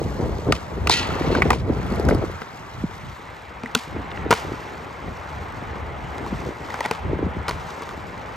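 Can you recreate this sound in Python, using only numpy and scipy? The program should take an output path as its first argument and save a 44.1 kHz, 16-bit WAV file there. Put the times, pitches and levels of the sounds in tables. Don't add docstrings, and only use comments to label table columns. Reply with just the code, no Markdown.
import sys
import numpy as np
from scipy import signal
from scipy.fft import rfft, irfft, next_fast_len
from scipy.io import wavfile
from scipy.ndimage import uniform_filter1d

SR = 44100
rng = np.random.default_rng(int(sys.argv[2]) if len(sys.argv) > 2 else 0)


def pcm_store(signal):
    levels = np.round(np.clip(np.atleast_2d(signal), -1, 1) * 32767)
    wavfile.write(sys.argv[1], SR, levels.astype(np.int16).T)


N = 368673
T = np.arange(N) / SR

# peak time in seconds, rumble level in dB, flutter level in dB,
# build-up in seconds, collapse in seconds.
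GUSTS = [(.07, -23, -28, .3, .12), (.24, -24, -24, .12, .2), (.35, -22, -33, .2, .04),
         (.49, -22, -24, .06, .08), (.9, -28, -30, .35, .4), (1.12, -28, -30, .15, .2),
         (1.3, -22, -25, .25, .3), (1.38, -23, -23, .12, .1), (1.48, -20, -21, .14, .12),
         (1.71, -24, -26, .2, .2), (2.12, -20, -24, .5, .17), (2.22, -27, -25, .05, .05),
         (2.6, -43, -46, .6, .6), (2.82, -32, -42, .12, .1), (3.1, -36, -48, .3, .07),
         (3.62, -43, -43, .3, .3), (3.95, -32, -36, .1, .25), (4.27, -28, -32, .2, .07),
         (4.47, -35, -35, .1, .3), (4.8, -42, -41, 1.2, 1.2), (5.08, -33, -34.5, .15, .12),
         (5.4, -36, -41, .3, .3), (5.72, -34, -39, .6, 1.2), (6.26, -36, -34, .3, .12),
         (6.33, -28, -36, .06, .09), (6.48, -33, -31, .15, .06), (6.62, -38, -38, .1, .25),
         (7.07, -25, -32, .07, .4), (7.25, -27, -34, .3, .15), (7.38, -29, -36, .1, .08),
         (7.57, -32, -41, .15, .1), (8.1, -40.5, -41, 1.5, 1.5)]


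def gain_of(db):
    return 10 ** (np.asarray(db) / 20)


def evened(x):
    return x / np.sqrt(np.mean(x ** 2) + 1e-20)


def peaked(x):
    return x / abs(x).max()


def smoothed_noise(count, size):
    return evened(uniform_filter1d(rng.standard_normal(count), size=size))


def filtered(x, order, edge_hz, kind="low"):
    return signal.sosfilt(signal.butter(order, edge_hz, kind, fs=SR, output="sos"), x)


def read(points, hz):
    f, value = np.transpose(points)
    return np.interp(np.log(hz + 1), np.log(f + 1), value)


def add(mix, s, sound):
    part = mix[..., round(s * SR):][..., :sound.shape[-1]]
    part += sound[..., :part.shape[-1]]


def ring(x, hz, t60):
    r, w = 10 ** (-3 / (t60 * SR)), 2 * np.pi * hz / SR
    return signal.lfilter([np.sin(w)], [1, -2 * r * np.cos(w), r * r], x)


def noise(colour, same, patchy_db, flicker_db, size, level_db, band, tilt_db=0):
    hop, bins = size // 4, size // 2 + 1
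    frames, hz = N // hop + 5, np.fft.rfftfreq(size, 1 / SR)
    a, b, c, d, patches = rng.standard_normal((frames, bins, 5)).T
    patches = uniform_filter1d(patches, size=4, axis=0)
    patches = evened(uniform_filter1d(patches, size=8, axis=1))
    flicker = smoothed_noise(frames, 2)
    left = a + 1j * b
    right = same * left + np.sqrt(1 - same ** 2) * (c + 1j * d)
    octaves = np.log2(np.clip(hz / 1000, .5, 3))[:, None]
    tilt = octaves * np.interp(np.arange(frames) * hop / SR, T, tilt_db + 0 * T)
    spectrum_db = read(colour, hz)[:, None] + tilt + patchy_db * patches + flicker_db * flicker
    spectra = np.array([left, right]) * gain_of(spectrum_db)
    x = signal.istft(spectra, nperseg=size, noverlap=size - hop)[1][:, :N]
    inside = filtered(x.mean(0), 3, band, "band")
    return x / np.std(inside) * gain_of(level_db)


def gusting(peaks_db, calm_db, steepness):
    swell_db = 12
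    at, _, _, build, collapse = np.transpose(GUSTS)[..., None]
    away = np.maximum((at - T) / np.maximum(build, .01), (T - at) / np.maximum(collapse, .01))
    return np.maximum((peaks_db[:, None] - steepness * swell_db * away).max(0), calm_db)


def eddies():
    # start in seconds, peak level in dB, pitch it sags to in Hz.
    bursts = [(0.015, -16.5, 312), (0.475, -18, 159), (0.485, -14, 240), (1.21, -12, 237),
              (1.318, -13, 240), (1.385, -11.5, 328), (1.699, -11, 210), (1.919, -15, 152),
              (1.997, -13, 300), (2.091, -9, 373), (2.109, -12, 420), (2.124, -9, 300), (2.13, -11, 160),
              (2.148, -11, 220), (2.226, -18, 380), (2.238, -14, 260), (2.297, -23, 300),
              (2.838, -12.5, 150), (3.962, -20, 253), (4.262, -18, 234), (6.325, -18.5, 153),
              (6.488, -19.5, 234), (7.131, -13, 250), (7.19, -18, 250), (7.227, -14, 230),
              (7.263, -18, 154), (7.366, -22, 197)]
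    drop, turns = 1.6, .6
    out, t = np.zeros((2, N)), np.arange(2400) / SR
    for (at, db, hz), (turn, side) in zip(bursts, rng.random((len(bursts), 2))):
        u = t * hz / turns
        cycles = hz * t + drop * turns * (1 - np.exp(-u)) + turn
        burst = np.e * u * np.exp(-u) * np.sin(2 * np.pi * cycles)
        lean_db = 4.0 * (side - .5)
        add(out, at, gain_of(db) * burst * gain_of([[lean_db], [-lean_db]]))
    return out


def wind():
    # frequency in Hz, relative level in dB per Hz.
    rumble_colour = [(25, -28), (42, -15), (62, 5.5), (100, -0.5), (180, -4.5), (300, -21), (600, -55),
                     (2000, -110)]
    flutter_colour = [(120, -13.5), (220, 0), (400, -2), (650, -12), (1300, -26), (2500, -55), (6000, -100)]
    _, rumble_db, flutter_db, _, _ = np.transpose(GUSTS)
    rumble_level = gusting(rumble_db, -45.5, steepness=1)
    flutter_level = gusting(flutter_db, -50, steepness=1.3)
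    rumble = noise(rumble_colour, 0.82, patchy_db=1.5, flicker_db=1.5, size=2048,
                   level_db=rumble_level, band=(50, 200))
    flutter = noise(flutter_colour, 0.8, patchy_db=1.5, flicker_db=4.5, size=256,
                    level_db=flutter_level, band=(200, 550))
    return (rumble + flutter + eddies()) * gain_of([[.3], [-.3]])


def roll():
    # time in seconds, hum level in dB, gritty hiss level in dB before its grain.
    levels = [(0, -41, -50), (.84, -40, -54), (1.07, -32, -47), (1.48, -35, -49), (1.57, -48, -59),
              (1.7, -40, -56), (1.98, -36.5, -49.5), (2.55, -43, -55.5), (2.95, -42.5, -54),
              (3.55, -43.5, -61), (3.74, -42, -60), (3.78, -40, -47), (3.86, -41, -50), (3.88, -41, -55),
              (4.1, -39, -61), (4.15, -39, -56), (4.24, -38, -61), (4.31, -38, -58), (4.38, -36, -46),
              (4.5, -37.5, -52.5), (4.9, -40, -57), (5.5, -38, -56), (5.94, -38.5, -60), (6.38, -37.5, -51),
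              (6.6, -40.5, -56), (6.7, -36, -51), (6.87, -36.5, -52), (7.1, -38, -62), (7.45, -38, -60),
              (7.7, -37.5, -50.5), (8.0, -39.5, -57), (8.36, -38.5, -57.5)]
    # frequency in Hz, relative level in dB per Hz.
    hum_colour = [(250, -33.5), (400, -11.5), (620, -9), (850, -5), (1100, -7.5), (1400, -10.5),
                  (1700, -14), (2050, -14), (2600, -22), (4000, -32), (8000, -77)]
    hiss_colour = [(1500, -38), (2800, 2.5), (3900, 1.5), (6000, -2), (8600, -8.5), (10200, -33.5),
                   (11600, -6), (16500, -40)]
    # frequency in Hz, left-right likeness (1 is mono).
    likeness = [(300, 0.5), (900, 0.46), (1400, 0.19), (2100, 0.81), (3000, 0.89), (7000, 1), (12000, 0.27)]
    # time in seconds, tilt in dB per octave.
    brightness = [(.3, -1), (2.4, 1.5), (3.6, 2.5), (5.2, .5)]
    # time in seconds, level in dB.
    singing = [(1.56, -70), (1.75, -46), (2.05, -42), (2.4, -46), (2.6, -62)]

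    same = np.clip(read(likeness, np.fft.rfftfreq(512, 1 / SR)), -1, 1)[:, None]
    s, hum_db, hiss_db = np.transpose(levels)
    hum = noise(hum_colour, same, patchy_db=1.5, flicker_db=0.42, size=512,
                level_db=np.interp(T, s, hum_db), band=(800, 2500),
                tilt_db=np.interp(T, *np.transpose(brightness)))
    hiss = noise(hiss_colour, same, patchy_db=1.6, flicker_db=1.8, size=512,
                 level_db=np.interp(T, s, hiss_db), band=(3500, 9000))
    grains = gain_of(2.5 * smoothed_noise(N, 40))
    sing_s, sing_db = np.transpose(singing)
    sing = evened(ring(rng.standard_normal(N), hz=1310, t60=.012))
    sing *= gain_of(np.interp(T, sing_s, sing_db, -99, -99))
    return hum + sing + grains * hiss


def park(colour_db, t):
    left, right = rng.standard_normal((2, len(t)))
    clumps = gain_of(3.5 * smoothed_noise(len(t), 300))
    shake = np.array([left, .9 * left + .4 * right]) * clumps
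    decay = gain_of(-60 * t / .33)
    fade = decay * (1 - np.exp(-t / .006)) * np.cos(np.pi / 2 * t / t[-1])
    return evened(irfft(rfft(shake) * gain_of(colour_db), len(t))) * fade


def board():
    # time in seconds, peak of ring and crack in dB, strongest ring in Hz, crack over ring in dB,
    # centre of the crack in Hz, hardness in dB per octave, thump in dB, deep thump in dB (both under the blow).
    blows = [(0.523, -1.5, 1340, 4, 2300, 2.5, -21, -18), (0.872, -4.5, 1400, 8.5, 2900, 2.5, -19, -25),
             (0.896, -1, 900, -1, 5000, 3, -15, -22), (1.104, -19, 1300, -6, 1900, -4, -18, -25),
             (1.221, -19, 2010, -6, 2200, 0, -14, -20), (1.35, -9.5, 1340, -11, 2450, 0, -10, -20),
             (1.4205, 1, 2250, 0, 2400, -7, -26, -32), (1.5045, 0, 1030, -3, 2200, 2, -16, -26),
             (1.518, -15, 1100, -4, 2450, 0, -8, -18), (1.531, -10, 1200, -3, 2450, -2, -18, -25),
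             (2.087, -9, 1300, -9, 2000, 6, -8, -15), (2.109, -14, 720, -14, 1800, -4, -5, -12),
             (2.249, -22.5, 1300, -9, 2200, 5, -12, -20), (2.418, -21.5, 1270, -2, 2100, -1, -10, -15),
             (2.912, -25, 1000, -8, 2450, 0, -12, -20), (3.635, -21, 1060, 0, 1950, -2, -10, -1),
             (3.659, -20.5, 1900, -10, 2000, 3, -16, -14), (3.75, -2.5, 1340, 7, 3400, 4, -14, -28),
             (3.762, -22, 1340, -4, 4300, 2, -6, 3), (4.116, -25, 1180, 14, 3200, -5, -16, -30),
             (4.174, -22.5, 2060, 4, 2800, -9, -16, -30), (4.307, -1, 1050, -5.5, 2450, 6, -14, -34),
             (4.311, -2, 1460, -3, 2450, 3, -16, -34), (4.318, -11, 1100, -1, 2600, 3, -3, -20),
             (4.326, 0, 1200, -3, 2800, 2, -9, -28), (4.338, -14, 1340, 2, 2450, 6, -10, -20),
             (6.181, -24.5, 1040, -2, 2450, 0, -12, -20), (6.262, -22, 1020, -10, 2450, 4, -8, -20),
             (6.705, -24, 2000, -6, 2000, -2, -15, -25), (6.741, -16, 1150, -9, 5500, 2, -21, -25),
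             (6.79, -19, 870, -11, 1800, 0, -10, -20), (6.806, -12, 900, -1, 2000, 1, -18, -25),
             (6.842, -24, 2000, 6, 3000, 0, -20, -25), (6.8505, -14.5, 870, -2, 1900, -1, -18, -25),
             (6.854, -18, 1900, -3, 2000, 0, -16, -25), (6.859, -13, 850, -1, 2200, 1, -16, -25),
             (6.911, -8, 950, -1, 2100, 3, -7, -22), (6.95, -27, 900, 3, 2900, 0, -12, -20),
             (7.482, -12, 894, -1, 3800, 4.5, -14, -22), (7.492, -13.5, 970, -2, 4200, 5, -10, -20),
             (7.486, -17, 1460, -2, 1900, 3, -10, -20), (7.498, -17, 1200, -2, 1900, 3, -10, -20),
             (7.51, -15.5, 1200, 1, 2000, 1, -10, -20), (7.821, -23.5, 870, -3, 1500, 2, -6, -20),
             (7.891, -21, 1500, -1, 1800, 3, -12, -20), (7.91, -26, 1200, -4, 2000, 0, -14, -22)]
    # frequency in Hz, level in dB before the ring boost, t60 in seconds.
    deck = [(890, -5, .018), (1009, -1, 0.019), (1200, -2, 0.017), (1345, -2, 0.022), (1463, -1, .018),
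            (1900, -3, .018), (2050, -2, 0.016), (2280, -2, 0.011)]
    # frequency in Hz, relative level in dB per Hz.
    crack_colour = [(300, -80), (1000, -10), (1400, -8), (1650, -17), (1950, -7), (2500, -6), (5000, -12),
                    (9000, -24.5), (16000, -40)]
    # frequency in Hz, t60 in seconds.
    flex = [(450, 0.06), (240, 0.075)]
    contact_s, shorter_s_per_db = .0022, .00003
    detune = .025
    rattle_db, rattle_dull_db = -30.5, -2

    out, t = np.zeros((2, N)), np.arange(12000) / SR
    hz = np.fft.rfftfreq(len(t), 1 / SR) + 50
    for at, db, ring_hz, crack_db, crack_hz, hard_db, *thumps_db in blows:
        u = t / max(contact_s + shorter_s_per_db * db, .0004)
        push = rng.standard_normal(len(t)) * u * np.exp(-u)

        colour_db = read(crack_colour, hz) + hard_db * np.log2(np.maximum(hz, 1800) / 2500)
        bump_db = 9.0 * np.exp(-(np.log2(hz / crack_hz) / .5) ** 2)
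        snap = push * np.exp(-.6 * u)
        crack = irfft(rfft(snap) * gain_of(colour_db + bump_db), len(t))
        crack *= np.cos(np.pi / 2 * t / t[-1]) ** 2

        modes = np.zeros(len(t))
        for (f, level, t60), tune in zip(deck, 1 + detune * rng.uniform(-1, 1, len(deck))):
            boost_db = 15.0 * np.exp(-(np.log2(f / ring_hz) / 0.22) ** 2)
            modes += gain_of(level + boost_db) * ring(push, f * tune, t60)

        bend = np.gradient(np.gradient(u ** 3 * np.exp(-2 * u)))
        thump = sum(gain_of(level) * peaked(ring(bend, f, t60)) for (f, t60), level in zip(flex, thumps_db))

        blow = peaked(peaked(modes) + gain_of(crack_db) * peaked(crack)) + thump
        rattle = park(colour_db + rattle_dull_db * np.log2(hz / 2500), t)
        add(out, at - .0004, gain_of(db) * (blow + gain_of(rattle_db) * rattle))
    return out


def rail():
    # frequency in Hz, relative level in dB, t60 in seconds.
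    tube_modes = [(921, -6, .12), (1400, -5, .1), (1943, -1, .2), (2530, -7, .12), (2681, 3, .19),
                  (3004, -1, .15), (3182, -7, .1), (3370, -3, .17), (3763, -3, .13), (4134, -1, .13),
                  (4212, -4, .1), (4285, -6, .1), (4414, -1, .13), (4765, -8, .09), (5682, -9, .09),
                  (6471, -13, .08)]
    on_s, bite_s, off_s = .885, .03, 1.4
    bite_db, bite_fade_db_per_s = -17, 160
    grind_db, grind_dull_hz = -38.98, 3800
    catch_db, catch_s = 3, .03
    strike_db, strike_s = 20, .024
    tube_db = 4

    t = np.arange(0, off_s - on_s + .3, 1 / SR)
    slips = rng.choice([-1., 1.], len(t)) * (rng.random(len(t)) < 7000 / SR)
    slips *= gain_of(2.6 * np.minimum(rng.exponential(1, len(t)), 4))
    slips *= gain_of(2.8 * smoothed_noise(len(t), 120))
    slips = evened(slips)
    catch = smoothed_noise(len(t), round(catch_s * SR))
    bite = gain_of(bite_db - bite_fade_db_per_s * np.maximum(t - bite_s, 0))
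    bite *= np.minimum(t / bite_s, 1) ** 2
    light = filtered(slips * gain_of(grind_db + catch_db * catch), 2, grind_dull_hz)
    drop_off = np.clip((off_s - on_s - t) / .015, 0, 1)
    drive = (slips * bite + light) * drop_off

    scrape = 2 * filtered(drive, 2, [1900, 5200], "band")
    strike = np.arange(len(t)) == round(strike_s * SR)
    struck = drive + gain_of(bite_db + strike_db) * strike
    tube = sum(gain_of(db) * ring(struck, hz, t60) / np.sqrt(t60 * SR) for hz, db, t60 in tube_modes)
    out = np.zeros(N)
    add(out, on_s, scrape + gain_of(tube_db) * tube)
    return out


def hardware():
    # time in seconds, peak level in dB.
    ticks = [(1.866, -35), (1.904, -33), (1.923, -31), (1.959, -32), (1.998, -26), (2.052, -28.5),
             (2.148, -29), (2.101, -29), (2.315, -39)]
    out, t = np.zeros(N), np.arange(900) / SR
    for (at, db), hz in zip(ticks, rng.uniform(3500, 5600, len(ticks))):
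        push = rng.standard_normal(len(t)) * (t / .0012) * np.exp(-t / 0.00091)
        hiss = filtered(push, 2, [3000, 12000], "band")
        tick = evened(ring(push, hz, .008)) + 0.71 * evened(hiss)
        add(out, at - .001, gain_of(db) * peaked(tick))
    return out


def ports(x, pair):
    size = next_fast_len(N)
    hz, (f, lead, balance_db) = np.fft.rfftfreq(size, 1 / SR), np.transpose(pair)
    half = np.exp(.5j * np.interp(hz, f, lead)) * gain_of(np.interp(hz, f, balance_db) / 2)
    return irfft(rfft(x, size) * np.array([half, 1 / half]), size)[:, :N]


def scene():
    # frequency in Hz, phase by which left leads in radians, left over right in dB.
    from_aside = [(500, 1.2, -1), (1370, 0.6, 3.5), (2100, 1, -3.5), (2980, 1.63, 0.5), (4000, 1.22, 1),
                  (5400, 1.8, 3.5), (6440, 1.25, 1), (8200, 1.4, 0), (12000, 1.3, 0.5)]
    from_ahead = [(490, -0.27, 3.4), (1390, -0.04, 1.3), (2100, -0.37, -2.3), (2980, 0.65, 0),
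                  (4030, 0.7, 0), (5330, 0.26, 0), (6840, 0.2, 0.18), (11900, 1, 0)]
    turn_s, turn_length_s = 2.84, 0.53
    air = roll() + board() + rail() + hardware()
    ahead = np.clip((T - turn_s) / turn_length_s, 0, 1)
    return (1 - ahead) * ports(air, from_aside) + ahead * ports(air, from_ahead) + wind()


def record(dry):
    cut = filtered(dry, 3, 48, "high")
    held = .95 * np.tanh(cut / .95)
    band_limit = signal.firwin(511, 16650, window=("kaiser", 9), fs=SR)
    return signal.oaconvolve(held, band_limit[None], "same")


dry = scene()
out = record(dry)
pcm_store(out)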